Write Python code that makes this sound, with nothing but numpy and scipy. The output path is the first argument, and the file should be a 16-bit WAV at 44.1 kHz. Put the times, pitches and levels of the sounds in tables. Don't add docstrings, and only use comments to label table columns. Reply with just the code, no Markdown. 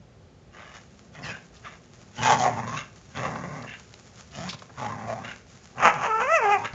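import sys
import numpy as np
from scipy import signal
from scipy.io import wavfile
from scipy.ndimage import uniform_filter1d

SR = 44100
rng = np.random.default_rng(int(sys.argv[2]) if len(sys.argv) > 2 else 0)


def transcribe(signal):
    frames = np.atleast_2d(signal).T
    limited = np.clip(frames, -1, 1)
    pcm = np.round(limited * 32767).astype(np.int16)
    wavfile.write(sys.argv[1], SR, pcm)


N = 297234
T = np.arange(N) / SR


def amp(db):
    return 10 ** (np.asarray(db) / 20)


def unit(x):
    return x / np.sqrt(np.mean(x ** 2) + 1e-20)


def steady(x, size=1000):
    power = uniform_filter1d(uniform_filter1d(x ** 2, size), size)
    return x / np.sqrt(abs(power) + 1e-20)


def curve(t, points):
    return np.interp(t, *np.transpose(points))


def eq_db(points, hz):
    f, db = np.transpose(points)
    return np.interp(np.log(hz + 1), np.log(f), db)


def add(mix, start, sound):
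    part = mix[max(round(start * SR), 0):][:len(sound)]
    part += sound[:len(part)]


def drift(t, hz):
    knots = rng.standard_normal(8192)
    return np.interp((t - t[0]) * hz, np.arange(len(knots)), knots)


def colour(x, points, notches=(), size=4096):
    hz = abs(np.fft.fftfreq(size, 1 / SR))
    notch_db = sum(db / (1 + (2 * (hz - f) / width) ** 2) for f, width, db in notches)
    log_gain = np.log(amp(eq_db(points, hz) + notch_db))
    taps = np.fft.ifft(np.exp(np.conj(signal.hilbert(log_gain)))).real
    return signal.oaconvolve(x, taps)[:len(x)]


def resonate(x, hz, width_hz):
    turn = np.exp(2j * np.pi * np.cumsum(hz * np.ones(len(x))) / SR)
    pole = np.exp(-np.pi * width_hz / SR)
    return 2 * (turn * signal.lfilter([1 - pole], [1, -pole], x / turn)).real


def swell(start, length, attack_s, release_s, sag_db_per_s=0):
    outside = np.maximum(start - T, 0) / attack_s + np.maximum(T - start - length, 0) / release_s
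    return amp(-20 * np.minimum(outside, 10) - sag_db_per_s * np.clip(T - start, 0, length))


def level(gains):
    return 10 * np.log10(sum(g ** 2 for g in gains))


def blend(efforts):
    gains = [g for g, _ in efforts]
    setting = sum(g ** 2 * value for g, value in efforts) / sum(g ** 2 for g in gains)
    return level(gains), setting


# f/Hz, gain/dB
AIR_EQ = [(25, -46.5), (50, -4.5), (115, -1), (250, -7), (500, -13), (1200, -24.5), (3000, -31),
          (7500, -36.5)]


def outdoor_air():
    return amp(-51) * unit(colour(rng.standard_normal(N), AIR_EQ))


# t/s, level/dB
SCUFFLE_RIDE = [(0, -83), (0.5, -76), (0.8, -61), (1.1, -61.5), (2.05, -57.5), (3.9, -54), (4.68, -57.5),
                (5.42, -55), (6.74, -56)]
# f/Hz, gain/dB
GRASS_EQ = [(200, -35), (600, 3), (1200, 6), (4000, -1.5), (6900, 4), (8000, -6.5)]


def grass(cracks_per_s=1200):
    strength = amp(4.1 * np.minimum(rng.exponential(1, N), 5))
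    cracks = strength * rng.standard_normal(N) * (rng.random(N) < cracks_per_s / SR)
    rustle = unit(colour(unit(cracks) + rng.standard_normal(N), GRASS_EQ))
    clumps_db = 2.5 * drift(T, 35)
    return rustle * amp(curve(T, SCUFFLE_RIDE) + clumps_db)


def folds(t, hz, jitter, shimmer_db, puff_cycles):
    turns = np.cumsum(hz * np.exp(jitter * drift(t, 150))) / SR
    cycle = turns.astype(int)
    force = amp(shimmer_db * np.clip(rng.standard_normal(2048), -2, 1))[cycle]
    slaps = -force * np.diff(cycle, prepend=0)
    airflow = .35 + np.exp(-(turns % 1) / puff_cycles)
    breath = force * airflow * rng.standard_normal(N)[:len(t)]
    return unit(slaps), unit(breath)


def cavities(t, x, modes, stretch, direct):
    ringing = 0
    for hz, width_hz, db in modes:
        wander = 1 + .05 * drift(t, 18)
        ringing = ringing + amp(db) * resonate(x, hz * stretch * wander, width_hz)
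    return ringing + direct * x


# t/s, length/s, chest/dB, throat/dB, rasp/dB, half-closed mouth/Hz, ring/0-1, fold rate/Hz
GROWL_CUES = [(1.194, 0.13, -41, -46.5, -51.5, 700, 0.19, 165.3),
              (2.205, 0.58, -30.5, -31, -36.5, 864, 0.92, 118),
              (3.175, 0.485, -34.5, -34.5, -40.5, 1035, 0.09, 134),
              (4.378, 0.11, -37, -39, -44.5, 663, 1.0, 164.9),
              (4.799, 0.48, -37.5, -38, -44.5, 805, 1, 104),
              (5.783, 0.06, -39, -37.5, -50, 797, 0.5, 122.1),
              (5.958, 0.084, -41, -39, -55, 785, 0.5, 149.9), (6.587, 0.068, -42, -31.5, -44, 905, 1, 115)]
# t/s, length/s, throat/dB, mouth/Hz
PUSH_CUES = [(1.26, 0.036, -39.5, 740), (2.254, 0.034, -21, 898), (2.293, 0.042, -15, 846),
             (2.405, 0.078, -21, 742), (2.583, 0.011, -28, 810), (3.219, 0.059, -31.5, 1180),
             (4.822, 0.05, -31, 828), (4.909, 0.02, -34, 1150), (5.087, 0.047, -29.5, 650),
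             (5.163, 0.02, -34, 691.7)]
# t/s, length/s, rasp/dB, hiss/dB, throat/dB, mouth/Hz
SNARL_CUES = [(0.54, 0.22, -50, -62, -50.5, 1220), (1.154, 0.035, -51, -63, -52.5, 900),
              (0.753, 0.015, -47, -52.5, -49, 1360), (1.248, 0.064, -40.5, -48, -48.5, 1380),
              (1.358, 0.019, -48, -60, -49, 1480), (1.651, 0.037, -45, -58, -47.5, 1260),
              (1.716, 0.027, -51.5, -61, -51.5, 1300), (2.162, 0.044, -45, -49, -56, 900),
              (2.236, 0.094, -27, -32, -32.5, 920), (2.389, 0.054, -42, -36, -40, 750),
              (2.677, 0.079, -45.5, -48, -34.5, 1030), (2.775, 0.011, -31.5, -41, -34, 1190),
              (3.159, 0.1, -38.5, -52.5, -55, 1000), (3.682, 0.056, -40.5, -58, -50.5, 1540),
              (4.348, 0.14, -45, -47.5, -51, 700), (4.787, 0.079, -44, -53, -44, 1500),
              (5.249, 0.069, -41, -54.5, -46, 1400), (6.65, 0.0086, -33, -47.5, -41, 1290)]


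def growl_effort(open_hz=1296):
    chest, throat, covered_rasp, bared_rasp, hiss = [], [], [], [], []
    for start, length, chest_db, throat_db, rasp_db, shut_hz, ring, fold_hz in GROWL_CUES:
        chest_effort = swell(start, length, attack_s=.041, release_s=.027, sag_db_per_s=11.5)
        effort = swell(start, length, attack_s=.041, release_s=.027, sag_db_per_s=16)
        opening = np.clip((T - start) / length, 0, 1) ** 4
        chest.append((amp(chest_db) * chest_effort, np.array([[ring], [fold_hz]])))
        throat.append((amp(throat_db) * effort, shut_hz + (open_hz - shut_hz) * opening))
        covered_rasp.append(amp(rasp_db) * effort)
    for start, length, throat_db, mouth_hz in PUSH_CUES:
        effort = amp(throat_db) * swell(start, length, attack_s=.031, release_s=.038)
        throat.append((effort, mouth_hz))
        covered_rasp.append(amp(-12) * effort)
    for start, length, rasp_db, hiss_db, throat_db, mouth_hz in SNARL_CUES:
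        effort = swell(start, length, attack_s=.029, release_s=.058)
        throat.append((amp(throat_db) * effort, mouth_hz))
        bared_rasp.append(amp(rasp_db) * effort)
        hiss.append(amp(hiss_db) * effort)
    covered_db = level(covered_rasp)
    rasp = [(amp(covered_db), 0), (amp(level(bared_rasp)), 1)]
    hiss.append(amp(covered_db - 11.5))
    return blend(chest), blend(throat), blend(rasp), level(hiss)


# f/Hz, gain/dB
CHEST_EQ = [(40, -59.5), (78, -8), (120, 0), (175, -3.5), (245, -1.5), (310, -10.5), (480, -31),
            (1500, -72)]
THROAT_EQ = [(250, -39), (390, -9.5), (580, -3), (800, -3.5), (1150, 0), (1450, -6.5), (2000, -24),
             (3500, -43.5)]
RASP_EQ = [(700, -32.5), (1250, -3), (1550, -3), (2900, -3.5), (3500, -14.5), (4200, -28), (6000, -57.5)]
TEETH_EQ = [(2500, -14.5), (3700, 0.5), (6700, 3.5), (7400, -9), (9000, -12.5)]
# f/Hz, width/Hz, gain/dB
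MUZZLE_MODES = [(1532, 130, 8.5), (1940, 480, 2), (2630, 42, 7.5), (3433, 280, 7)]
TOOTH_GAP_MODES = [(3440, 110, -14), (5650, 660, -21), (7070, 550, -12.5)]


def growling():
    (chest_db, (depth, fold_hz)), (throat_db, mouth_hz), (rasp_db, bared), hiss_db = growl_effort()
    flutter_hz = fold_hz * (1 + .09 * drift(T, 14))
    slaps, breath = folds(T, flutter_hz, jitter=.15, shimmer_db=3, puff_cycles=.51)
    rough = np.interp(mouth_hz, [800, 1400], [.42, .7])
    drive = (1 - rough) * slaps + rough * breath
    chest = colour(slaps + .72 * breath, CHEST_EQ)
    throat = colour(drive, THROAT_EQ)
    ring = 5.4 * depth * amp(.18 * (throat_db + 35.5)) * (850 / mouth_hz) ** 1.3
    mouth = ring * resonate(throat, mouth_hz, width_hz=65)
    pharynx = .26 * resonate(throat, mouth_hz / 2, width_hz=110)
    body = throat + mouth + pharynx
    rasp = cavities(T, colour(drive, RASP_EQ), MUZZLE_MODES, (mouth_hz / 1000) ** .24, direct=.27)
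    muffled = colour(rasp, [(2100, -2), (3000, -16.5)])
    rasp = bared * rasp + (1 - bared) * muffled
    hiss = colour(breath + .096 * slaps, TEETH_EQ)
    hiss = cavities(T, hiss, TOOTH_GAP_MODES, (mouth_hz / 900) ** -.08, direct=.12)
    gargle_db = 1.96 * drift(T, hz=44.87)
    layers = [(body, throat_db + gargle_db), (chest, chest_db),
              (rasp, rasp_db + gargle_db), (hiss, hiss_db)]
    return sum(steady(x) * amp(db) for x, db in layers)


# t/s, thump/dB, knock/dB, crackle/dB, length/s
CLICK_CUES = [(1.148, -65, -66, -59, 0.0072), (1.558, -69, -59, -53, 0.023), (3.17, -55, -58, -43.5, 0.006),
              (3.354, -48, -32, -68, 0.01), (3.622, -60, -63, -49, 0.008), (3.939, -59, -53.5, -48, 0.0029),
              (4.114, -64, -72, -67, 0.0036), (4.308, -52, -68, -57, 0.016), (4.487, -58, -50, -31, 0.024),
              (4.526, -58, -39, -39.5, 0.014), (4.54, -37.5, -48, -45, 0.0093),
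              (4.589, -61, -68, -50.5, 0.0083), (4.62, -68, -42.5, -52, 0.0055),
              (4.692, -50, -47, -67, 0.018), (4.782, -52, -40, -54, 0.008),
              (6.733, -38, -42.5, -49, 0.0044)]
# low/Hz, high/Hz
CLICK_BANDS = [(80, 190), (550, 1330), (2300, 5400)]


def click(cue, trim_db=-8.5):
    start, *band_db, length = cue
    t = T[:4096]
    attack = np.minimum(t / (.52 * length), 1)
    decay = np.exp(-t / max(length / 2, .001))
    burst = rng.standard_normal(len(t)) * attack * decay
    filters = [signal.butter(2, band, "band", fs=SR, output="sos") for band in CLICK_BANDS]
    transient = sum(amp(db) * unit(signal.sosfilt(sos, burst)) for sos, db in zip(filters, band_db))
    return start, amp(trim_db) * transient


# t/s, length/s, level/dB, first f/Hz, last f/Hz
WHISTLE_CUES = [(1.155, 0.035, -52, 2010, 1900), (1.227, 0.09, -53, 5200, 4870),
                (1.237, 0.033, -49, 4570, 3900), (1.241, 0.08, -42.5, 2780, 2470),
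                (1.237, 0.12, -42, 1970, 1490), (1.651, 0.025, -42.5, 1250, 1190),
                (2.185, 0.049, -41.5, 3010, 2840), (2.405, 0.013, -38.5, 3120, 3300),
                (2.775, 0.013, -44.5, 3770, 3820), (3.678, 0.08, -47.5, 2690, 2730)]


def whistle(cue, width_hz=240, fade_s=.02):
    start, length, db, first_hz, last_hz = cue
    t = np.arange(-fade_s, length + fade_s, 1 / SR)
    hz = np.interp(t, [0, length], [first_hz, last_hz])
    breath = rng.standard_normal(N)[:len(t)]
    tone = resonate(resonate(breath, hz, width_hz), hz, width_hz)
    fade = np.interp(t, [t[0], 0, length, t[-1]], [0, 1, 1, 0])
    return start + t[0], amp(db) * fade ** 2 * unit(tone)


# t/s, length/s, level/dB, roughness/0-1, attack/s
BARK_CUES = [(5.854, 0.023, -11.5, 0.31, 0.06), (5.91, 0.055, -33, 0.7, 0.041),
             (6.041, 0.024, -23, 0.58, 0.087), (6.205, 0.013, -23.5, 0.48, 0.023),
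             (6.435, 0.087, -32.5, 0.7, 0.054)]
# f/Hz, gain/dB
BARK_EQ = [(60, -32), (150, -18), (230, -10.5), (320, -21.5), (500, -8), (800, -4), (1200, -1.5),
           (1900, -10), (2600, -11), (3200, -22.5), (3900, -59.5)]
BARK_HISS_EQ = [(3000, -21), (4400, -19), (5400, -14.5), (6700, -7.5), (7600, -25)]


def bark(fold_hz=166, edge_roughness=.87, onset_db=-35.5):
    efforts = []
    for start, length, db, rough, attack_s in BARK_CUES:
        effort = swell(start, length, attack_s, release_s=.04)
        efforts.append((amp(db) * effort, edge_roughness + (rough - edge_roughness) * effort))
    db, rough = blend(efforts)
    voiced = np.flatnonzero(db > onset_db)
    span = slice(voiced[0], voiced[-1])
    t, db, rough = T[span], db[span], rough[span]
    slaps, breath = folds(t, fold_hz, jitter=.0506, shimmer_db=2.5, puff_cycles=1)
    voice = colour((1 - rough) * slaps + rough * breath, BARK_EQ)
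    voice = cavities(t, voice, [(860, 130, .0033), (1180, 75, .0073)], stretch=.97, direct=1.6)
    hiss = amp(-20) * unit(colour(breath, BARK_HISS_EQ))
    chest = amp(.32 * db - 47) * unit(colour(breath, CHEST_EQ))
    return t[0], amp(db) * (steady(voice, size=700) + hiss) + chest


# t/s, f/Hz, level/dB
YOWL_ARCH = [(6.07, 441, -18), (6.084, 451.9, -28.5), (6.12, 437.4, -22.5), (6.204, 446.3, -26.5),
             (6.234, 503.5, -24.5), (6.264, 525.2, -28), (6.298, 624.5, -21.5), (6.344, 680, -16.5),
             (6.368, 636, -16), (6.382, 583.5, -23.5), (6.404, 481, -26.5), (6.458, 412, -18.5),
             (6.482, 398, -20.5), (6.526, 413.8, -17.5), (6.55, 397.8, -19), (6.59, 344, -32)]
# t/s, f/Hz
MOUTH_SWEEP = [(6.06, 950), (6.12, 1300), (6.26, 1235), (6.345, 1800), (6.38, 1440), (6.43, 900),
               (6.48, 840), (6.53, 1046), (6.58, 930)]
# f/Hz, gain/dB
YOWL_EQ = [(330, 0), (650, 3), (1000, 4), (1350, -0.5), (2000, -8.5), (2600, -8), (3900, -55.5),
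           (4800, -33), (6500, -25.5), (7600, -36)]


def yowl(harmonics=19):
    times, pitches, levels = np.transpose(YOWL_ARCH)
    t = np.arange(times[0], times[-1], 1 / SR)
    hz = np.interp(t, times, pitches) * (1 + .013 * drift(t, 160))
    db = np.interp(t, times, levels)
    mouth_hz = curve(t, MOUTH_SWEEP)
    phase = 2 * np.pi * np.cumsum(hz) / SR
    shelf_db = .5 * (db + 31) + 6 * np.log2(hz / 520)
    voice, power = 0, 0
    for k in range(1, harmonics + 1):
        lift_db = 10 / (1 + ((k * hz - mouth_hz) / 170) ** 2)
        bright_db = shelf_db * np.clip(np.log2(k * hz / 1100), 0, 1)
        waver_db = 3.5 * drift(t, 30)
        gain = amp(eq_db(YOWL_EQ, k * hz) + lift_db + bright_db + waver_db)
        blur = .013 * k ** 2 * drift(t, 900)
        shimmer = 1 + .24 * drift(t, 220)
        voice = voice + gain * shimmer * np.cos(k * phase + blur + 2 * np.pi * rng.random())
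        power = power + gain ** 2 / 2
    breath = rng.standard_normal(N)[:len(t)] * (1 + np.cos(phase))
    leak = amp(-42) * unit(colour(breath, TEETH_EQ))
    envelope = amp(db) * signal.windows.tukey(len(t), .07)
    return t[0], envelope * (voice / np.sqrt(power) + leak)


# delay/s, gain/ratio
REFLECTIONS = [(.0029, 0.028), (.0052, 0.06), (0.018, .12)]


def yard(x, tail_db=-17, t60_s=.32, echoes_per_s=2000):
    t = T[:SR // 2]
    taps = rng.standard_normal(len(t)) * (rng.random(len(t)) < echoes_per_s / SR) * (t > .015)
    tail = colour(taps * amp(-60 * t / t60_s), [(150, 9.5), (600, 2), (2500, 2.5), (7000, -8)])
    response = amp(tail_db) * tail / np.linalg.norm(tail)
    for delay, gain in REFLECTIONS:
        add(response, delay, np.array([gain]))
    return x + signal.oaconvolve(x, response)[:N]


def scene():
    dogs = growling()
    for start, sound in [bark(), yowl(), *map(click, CLICK_CUES), *map(whistle, WHISTLE_CUES)]:
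        add(dogs, start, sound)
    return (yard(dogs) + grass() + outdoor_air())[None]


# f/Hz, width/Hz, gain/dB
MIC_NOTCHES = [(300.6, 34, -12.5), (969, 17.6, -33)]
# f/Hz, gain/dB
TREBLE_ROLLOFF = [(7000, -0.5), (7400, -2.5), (7900, -18), (8900, -18)]


def record(dry, cutoff_hz=8900):
    coloured = colour(dry[0], TREBLE_ROLLOFF, MIC_NOTCHES)
    limited = coloured / (1 + coloured ** 6) ** (1 / 6)
    lowpass = signal.firwin(511, cutoff_hz, window=("kaiser", 9), fs=SR)
    return signal.oaconvolve(limited, lowpass, "same")[None]


dry = scene()
out = record(dry)
transcribe(out)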